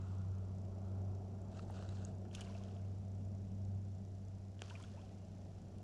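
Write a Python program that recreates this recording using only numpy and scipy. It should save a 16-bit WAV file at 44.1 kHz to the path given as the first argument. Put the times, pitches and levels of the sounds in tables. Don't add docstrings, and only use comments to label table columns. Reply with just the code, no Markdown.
import sys
import numpy as np
from scipy import signal
from scipy.fft import rfft, irfft
from scipy.io import wavfile

SR = 44100
rng = np.random.default_rng(int(sys.argv[2]) if len(sys.argv) > 2 else 0)


def wav_out(sig):
    wavfile.write(sys.argv[1], SR, np.round(np.clip(np.atleast_2d(sig).T, -1, 1) * 32767).astype(np.int16))


N = 257103
TIME = np.arange(N) / SR
FREQS = np.fft.rfftfreq(N, 1 / SR)
TOP_HZ = 15700


def amp(db):
    return 10 ** (np.asarray(db) / 20)

def unit(x):
    return x / np.sqrt(np.mean(x ** 2) + 1e-20)

def curve(rows):
    return np.interp(TIME, *np.transpose(rows))

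def gain_at(tone, hz):
    points_hz, db = np.transpose(tone)
    return amp(np.interp(np.log(hz + 1), np.log(points_hz), db))

def colour(x, tone):
    return unit(irfft(rfft(x) * gain_at(tone, FREQS), N))

def noise(tone):
    return colour(rng.standard_normal(N), tone)

def drift(hz):
    return unit(irfft(rfft(rng.standard_normal(N)) * np.exp(-(FREQS / hz) ** 2), N))

def patchy(x, depth_db, rate_hz, count=9):
    place = np.interp(np.log(FREQS + 1), np.log([700, 11000]), [0, count - 1])
    spectrum = rfft(x)
    bands = (irfft(spectrum * np.maximum(1 - abs(place - k), 0), N) for k in range(count))
    return unit(sum(band * amp(depth_db * drift(rate_hz)) for band in bands))

def add(mix, start, sound):
    part = mix[round(start * SR):][:len(sound)]
    part += sound[:len(part)]

def ringing(notes, t, tuning=1):
    return sum(amp(db) * np.exp(-np.log(1000) * t / ring_s) * np.sin(2 * np.pi * hz * tuning * t)
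               for hz, db, ring_s in notes)

def air_note(t, hz, rise, rough, wobble_hz):
    turns = np.cumsum(hz * 2 ** (rise * t)) / SR
    rate, start = rng.random((2, 8, 1))
    wobble = np.exp(2j * np.pi * (wobble_hz * (2 * rate - 1) * t + start)).sum(0) / np.sqrt(len(rate))
    return (np.exp(2j * np.pi * turns) * (1 + rough * wobble)).imag

def bubble(hz, ring_s, rise, rough=0.62):
    t = np.arange(0, ring_s, 1 / SR)
    onset = 1 - np.exp(-t / (0.054 * ring_s))
    fade = np.exp(-np.log(1000) * t / ring_s)
    return air_note(t, hz, rise, rough, wobble_hz=350) * onset * fade


# f/Hz, level/dB
HISS_TONE = [(100, 10), (2000, 2), (4200, -1.5), (5900, 3), (6400, -3), (7200, -1), (8000, -7.5),
             (9000, -9.5), (10200, -9), (11200, -16), (12600, -15.5), (13100, -32), (15500, -31)]
# f/Hz, level/dB
TICK_TONE = [(4000, -12.5), (5700, -3), (7400, -1.5), (8300, -14), (10000, -16.5), (13000, -28),
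             (15000, -47)]

def camera(hiss_db=-76, tick_db=-74, period_s=1 / 30, first_s=.0182, width_s=0.0025):
    from_tick = (TIME - first_s + period_s / 2) % period_s - period_s / 2
    pulses = np.exp(-(from_tick / width_s) ** 2)
    ticks = noise(TICK_TONE) * pulses * amp(tick_db + 2 * drift(60))
    return amp(hiss_db) * noise(HISS_TONE) + ticks


# f/Hz, level/dB
ROAR_TONE = [(120, -27.5), (220, -17), (290, -7), (400, -5.5), (500, -11), (660, -6.5), (850, -17),
             (1100, -31), (2200, -63.5)]
# t/s, level/dB
ROAR_LEVEL = [(0, -65.5), (.6, -59.5), (1.0, -57.5), (1.2, -58), (1.45, -59), (1.8, -56), (1.97, -58.5),
              (2.11, -56), (2.25, -58.5), (2.75, -60), (3.1, -61), (4.3, -64.5), (4.82, -63), (5.1, -63),
              (5.83, -61.5)]

def far_roar(trim_db=-1):
    return noise(ROAR_TONE) * amp(curve(ROAR_LEVEL) + trim_db + 0.3 * drift(5.2))


# f/Hz, level/dB
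WASH_TONE = [(200, -13), (380, 15), (550, 0), (800, 6), (1100, 4.5), (1400, 4), (1800, -18), (3000, -16.5),
             (8000, -39)]
# t/s, level/dB
WAVE_CRESTS = [(.05, -63.5), (.9, -68.5), (1.55, -70.5), (2.5, -71.5)]

def hull_wash(calm_db=-81, rise_s=0.23, fall_db_per_s=17.5):
    power = amp(calm_db) ** 2
    for crest, db in WAVE_CRESTS:
        before, after = np.maximum(crest - TIME, 0), np.maximum(TIME - crest, 0)
        wave = np.exp(-(before / rise_s) ** 2) * amp(db - fall_db_per_s * after)
        power = power + wave ** 2
    return noise(WASH_TONE) * np.sqrt(power) * amp(drift(23))

def ripples(count=60, middle_hz=670):
    out = np.zeros(N)
    for when, size, pitch in rng.random((count, 3)):
        hz = middle_hz * 2 ** (.4 * (pitch - .5))
        add(out, when * TIME[-1], amp(-63 + 1.3 * size) * bubble(hz, ring_s=0.027, rise=0.71))
    return out


# f/Hz, level/dB
SLEEVE_TONE = [(300, -23.5), (900, -0.5), (1200, 4.5), (1450, 8), (1750, -1), (2250, -10), (2750, 0.5),
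               (3200, -3.5), (4000, -2), (5500, -6.5), (7600, -5.5), (9000, -17), (12500, -38),
               (15000, -56)]
# t/s, level/dB
SLEEVE_LEVEL = [(0.1, -74), (.3, -85), (1.45, -88), (1.58, -66), (1.66, -77), (1.77, -64), (1.86, -69.5),
                (1.95, -66.5), (2.06, -68.5), (2.17, -85)]

def sleeve(grain_db=1.9):
    scrape = patchy(noise(SLEEVE_TONE), depth_db=2, rate_hz=49)
    return scrape * amp(curve(SLEEVE_LEVEL) + grain_db * drift(110))


# t/s, peak level/dB, contact pitch/Hz, spread around it/octaves, scuff time/s
KNOCKS = [(1.5929, -48, 4000, .5, 0.0017), (1.5944, -42.5, 2100, 1.15, .0006),
          (1.6999, -43, 794, 0.15, .0003), (1.825, -46, 2140, .38, 0.0027), (1.8902, -46.5, 4070, .2, .002)]
# f/Hz, level/dB, ring time/s
ROD_NOTES = [(820, -5, 0.02), (1320, 2, 0.015), (1780, -10.5, 0.011), (2800, -3.5, 0.009),
             (3980, -5, 0.0067), (4740, -4, 0.0043)]

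def rod(scuff=0.086, reach_octaves=1.1):
    out, t = np.zeros(N), np.arange(0, .03, 1 / SR)
    for start, db, contact_hz, spread, scuff_s in KNOCKS:
        push = scuff * rng.standard_normal(len(t)) * np.exp(-t / scuff_s)
        push[0] = 1
        cutoff_hz = min(contact_hz * 2 ** reach_octaves, TOP_HZ)
        push = signal.lfilter(*signal.butter(2, cutoff_hz, fs=SR), push)
        notes = [(hz, note_db - 10 * np.log10(1 + (np.log2(hz / contact_hz) / spread) ** 4), ring_s)
                 for hz, note_db, ring_s in ROD_NOTES]
        knock = signal.fftconvolve(push, ringing(notes, t))
        add(out, start, amp(db) * knock / abs(knock).max())
    return out


# t/s, peak level/dB, tuning (multiplies each note's frequency)
REEL_TICKS = [(1.7075, -59, 1.3), (1.8245, -65, 1.2), (1.89, -58, 1.05), (2.05, -41, 0.983),
              (5.7830, -63.5, 1.36)]
# f/Hz, level/dB, ring time/s
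REEL_NOTES = [(5600, -10, 0.0048), (6740, 6.5, 0.0036), (8070, -10, 0.012), (9300, -22, 0.0046),
              (12200, -35, .004)]
# f/Hz, level/dB, ring time/s
SPRING_NOTES = [(13800, -81, 0.06), (14100, -82, .07)]

def reel(onset_s=0.00043, spring_start_s=1.703):
    out, t = np.zeros(N), np.arange(0, .08, 1 / SR)
    for start, db, tuning in REEL_TICKS:
        tick = ringing(REEL_NOTES, t, tuning) * (1 - np.exp(-t / onset_s))
        add(out, start, amp(db) * tick / abs(tick).max())
    add(out, spring_start_s, ringing(SPRING_NOTES, t))
    return out


# t/s, level/dB, starting f/Hz, length/s
PLOPS = [(.611, -59, 670, .022), (.778, -51.5, 640, .025), (1.209, -54, 693, .022), (1.646, -57, 820, .012),
         (2.551, -50.5, 664, 0.026), (2.655, -54, 607, 0.021), (2.761, -50, 645, .016),
         (2.085, -53.5, 630, 0.044), (3.605, -57, 625, .03), (4.742, -56.5, 650, 0.017),
         (5.035, -60, 740, .035), (5.804, -58, 690, .02)]
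# t/s, level/dB, starting f/Hz, length/s
GURGLES = [(2.497, -57.5, 930, 0.027), (2.604, -65, 1020, 0.03), (4.707, -57.5, 870, 0.045),
           (4.938, -56, 514, 0.06), (4.971, -60, 822, 0.045)]

def air_pockets(plop_rise=2.2, gurgle_rise=12.5):
    out = np.zeros(N)
    for rows, rise in (PLOPS, plop_rise), (GURGLES, gurgle_rise):
        for start, db, hz, length in rows:
            t = np.arange(0, length, 1 / SR)
            swell = np.sin(np.pi * (t / length) ** 0.34) ** 2
            add(out, start, amp(db) * swell * air_note(t, hz, rise, rough=0.18, wobble_hz=130))
    return out


# t/s, level/dB, hold time/s, level of the lingering trickle/dB
SPLASHES = [(2.319, -65.5, 0.1, -100), (4.588, -69, 0.2, -84.5)]

def splash_level(onset_s=0.025, fall_db_per_s=37):
    level = np.zeros(N)
    for start, db, hold_s, trickle_db in SPLASHES:
        onset = np.clip((TIME - start) / onset_s, 0, 1)
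        fall_db = fall_db_per_s * np.maximum(TIME - start - hold_s, 0)
        level += onset * np.hypot(amp(db - fall_db), amp(trickle_db))
    return level


# f/Hz, level/dB
SPRAY_TONE = [(400, -8), (1000, 7), (1500, 10), (2000, 2), (2800, 8), (3300, 6.5), (4000, 4.5), (5700, 5.5),
              (6800, 1), (8000, -4), (10200, -10), (12500, -25), (15000, -43)]

def spray(drops_per_s=1300, mist=0.21, bubble_count=1700, patter_db=1, fizz_db=9):
    drops = rng.standard_normal(N) * (mist + (rng.random(N) < drops_per_s / SR))
    fizz = np.zeros(N)
    for when, size, pitch in rng.random((bubble_count, 3)):
        hz = 950 * 3.6 ** pitch
        ring = bubble(hz, ring_s=45 / hz, rise=5.6)
        add(fizz, when * TIME[-1], size ** 3 * ring)
    patter = patchy(colour(drops, SPRAY_TONE), depth_db=3, rate_hz=140)
    return splash_level() * (amp(patter_db) * patter + amp(fizz_db) * fizz)

def drips(count=110, middle_hz=2750, spread_octaves=0.58, boost_db=8):
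    out = np.zeros(N)
    for when, size, pitch in rng.random((count, 3)):
        hz = middle_hz * 2 ** (spread_octaves * (pitch - .5))
        add(out, when * TIME[-1], size * bubble(hz, ring_s=0.045, rise=2.1))
    return amp(boost_db) * splash_level() * out


# t/s, level/dB, starting f/Hz, ring time/s
BUBBLES = [(2.3507, -41.5, 3300, .010), (2.383, -51, 1330, 0.023), (2.399, -52.5, 1470, 0.017),
           (2.372, -52, 2760, 0.017), (2.461, -57, 2750, 0.047), (2.473, -57, 2300, 0.026),
           (2.548, -54.5, 2610, 0.033), (4.646, -55, 1330, .03), (4.708, -47, 1520, .017),
           (4.7526, -43, 2420, 0.021), (4.799, -50.5, 1025, 0.036), (4.8373, -51.5, 3280, 0.021),
           (4.841, -54, 1425, 0.033), (5.014, -61, 3200, 0.017)]

def big_bubbles(pop_s=0.00049, fizz_octaves=0.52):
    out = np.zeros(N)
    for start, db, hz, ring_s in BUBBLES:
        ring = bubble(hz, ring_s, rise=1.8, rough=0.39)
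        t = np.arange(len(ring)) / SR
        edges_hz = hz * 2 ** (fizz_octaves * np.array([-.5, .5]))
        band = signal.butter(3, edges_hz, "band", fs=SR, output="sos")
        fizz = unit(signal.sosfilt(band, rng.standard_normal(2 * len(t)))[len(t):])
        pop = 0.175 * t / pop_s * np.exp(1 - t / pop_s)
        wet_tail = 0.077 * np.sin(np.pi * np.sqrt(t / ring_s))
        add(out, start, amp(db) * (ring + fizz * (pop + wet_tail)))
    return out


# t/s, peak level/dB, lowest f/Hz, highest f/Hz, fade time/s
SLAPS = [(2.25, -59.5, 1300, 1910, 0.014), (2.312, -57, 2300, 3400, 0.0037),
         (2.3492, -39, 3020, 6500, 0.0026), (2.3516, -34, 3800, 15000, 0.0011),
         (2.358, -46, 5000, 8000, .001), (2.4089, -38.5, 2180, 13500, 0.0016),
         (2.4125, -47.5, 2300, 3800, 0.0066), (2.413, -50.5, 4500, 11000, 0.006),
         (2.585, -58, 3000, 7000, 0.0024), (2.637, -51, 4200, 6950, 0.0022), (2.687, -60, 2200, 3300, .002),
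         (2.712, -62, 2400, 4000, 0.0017), (2.766, -57.5, 2000, 3300, 0.00096),
         (4.593, -51.5, 2695, 4400, 0.0016), (4.6198, -29, 500, 7850, 0.0007),
         (4.698, -49, 2200, 5070, 0.0063), (4.703, -55, 3500, 10000, 0.0018),
         (4.8, -54, 3400, 9000, 0.0018), (4.826, -52.5, 5000, 9000, 0.0017),
         (4.838, -57, 2800, 8000, 0.0018), (4.934, -63, 2600, 4000, 0.0012),
         (5.002, -63, 1800, 3000, .0012)]
# f/Hz, level/dB
SLAP_TONE = [(300, 11), (750, 12), (1150, 0), (1500, 8), (2050, -6), (2550, 6.5), (3150, 10), (3900, -7),
             (4300, -2.5), (5400, -3.5), (6000, 1), (7050, 4), (7800, -5), (8400, -3.5), (10200, -4),
             (11200, -19), (12700, -21), (13800, -22), (15500, -41)]

def slaps(full_spatter_s=.009):
    out, t = np.zeros(N), np.arange(2048) / SR
    hz = np.fft.rfftfreq(2 * len(t), 1 / SR)
    for start, db, low_hz, high_hz, fade_s in SLAPS:
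        spatter = min(fade_s / full_spatter_s, 1)
        burst = spatter * rng.standard_normal(len(t)) * np.exp(-t / fade_s)
        burst[0] = -1
        low_cut, high_cut = 1 + (low_hz / (hz + 50)) ** 6, 1 + (hz / high_hz) ** 8
        gain = gain_at(SLAP_TONE, hz) / np.sqrt(low_cut * high_cut)
        log_gain = np.log(np.r_[gain, gain[-2:0:-1]])
        response = np.exp(np.conj(signal.hilbert(log_gain)))[:len(hz)]
        slap = irfft(rfft(burst, 2 * len(t)) * response)
        add(out, start, amp(db) * slap / abs(slap).max())
    return out


# f/Hz, level/dB
RUMBLE_TONE = [(20, -5), (35, -6), (52, 3.5), (85, 3), (135, 1), (170, 3), (225, 1.5), (260, -7),
               (330, -19), (600, -74)]
# t/s, level/dB
RUMBLE_LEVEL = [(0, -54), (1.8, -53.5), (2.7, -55), (3.6, -52.5), (4.5, -57.5), (5.83, -55)]

def motor_rumble():
    return noise(RUMBLE_TONE) * amp(curve(RUMBLE_LEVEL))


# t/s, f/Hz
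HUM_PITCH = [(0, 94.9), (1.2, 96.42), (2.6, 96.8), (3.7, 97.24), (5.83, 96.2)]
# t/s, level/dB
HUM_LEVEL = [(0, -44.5), (1.5, -48.5), (2.6, -49), (4.05, -47.5), (4.8, -51.5), (5.83, -52.5)]
# t/s, extra level/dB
HUM_SWELLS = [(.25, 4), (1.059, 5.5), (2.0, 4), (2.88, 4.5), (3.25, 4), (3.71, 5.5)]
# t/s, level/dB
OCTAVE_LEVEL = [(0, -55), (.95, -53), (1.25, -55.5), (2.6, -51), (2.8, -55.5), (3.7, -53.5), (4.4, -59.5),
                (5.83, -61)]
# multiple of the lowest pitch, level/dB next to the octave note
OVERTONES = [(3, -30), (4, -21.5)]

def motor_hum(waver=0.0014, swell_s=0.18, flutter_db=.5, upper_trim_db=-3):
    hz = curve(HUM_PITCH) * (1 + waver * drift(6.2))
    phase = 2 * np.pi * np.cumsum(hz) / SR
    lift_db = sum(db * np.exp(-((TIME - crest) / swell_s) ** 2) for crest, db in HUM_SWELLS)
    lowest = amp(curve(HUM_LEVEL) + lift_db + flutter_db * drift(28)) * np.sin(phase)
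    upper = np.zeros(N)
    for multiple, db in [(2, 0)] + OVERTONES:
        upper += amp(db + drift(9.8)) * np.sin(multiple * phase + rng.uniform(0, 2 * np.pi))
    return np.sqrt(2) * (lowest + amp(curve(OCTAVE_LEVEL) + upper_trim_db) * upper)


def scene():
    lake = far_roar() + hull_wash() + ripples()
    splashing = spray() + drips() + slaps() + big_bubbles()
    water = lake + splashing + air_pockets()
    motor = motor_hum() + motor_rumble()
    return (motor + water + sleeve() + rod() + reel() + camera())[None]

def record(dry):
    low_pass = signal.firwin(511, TOP_HZ, window=("kaiser", 9), fs=SR)
    return signal.oaconvolve(dry, low_pass[None], "same")


dry = scene()
out = record(dry)
wav_out(out)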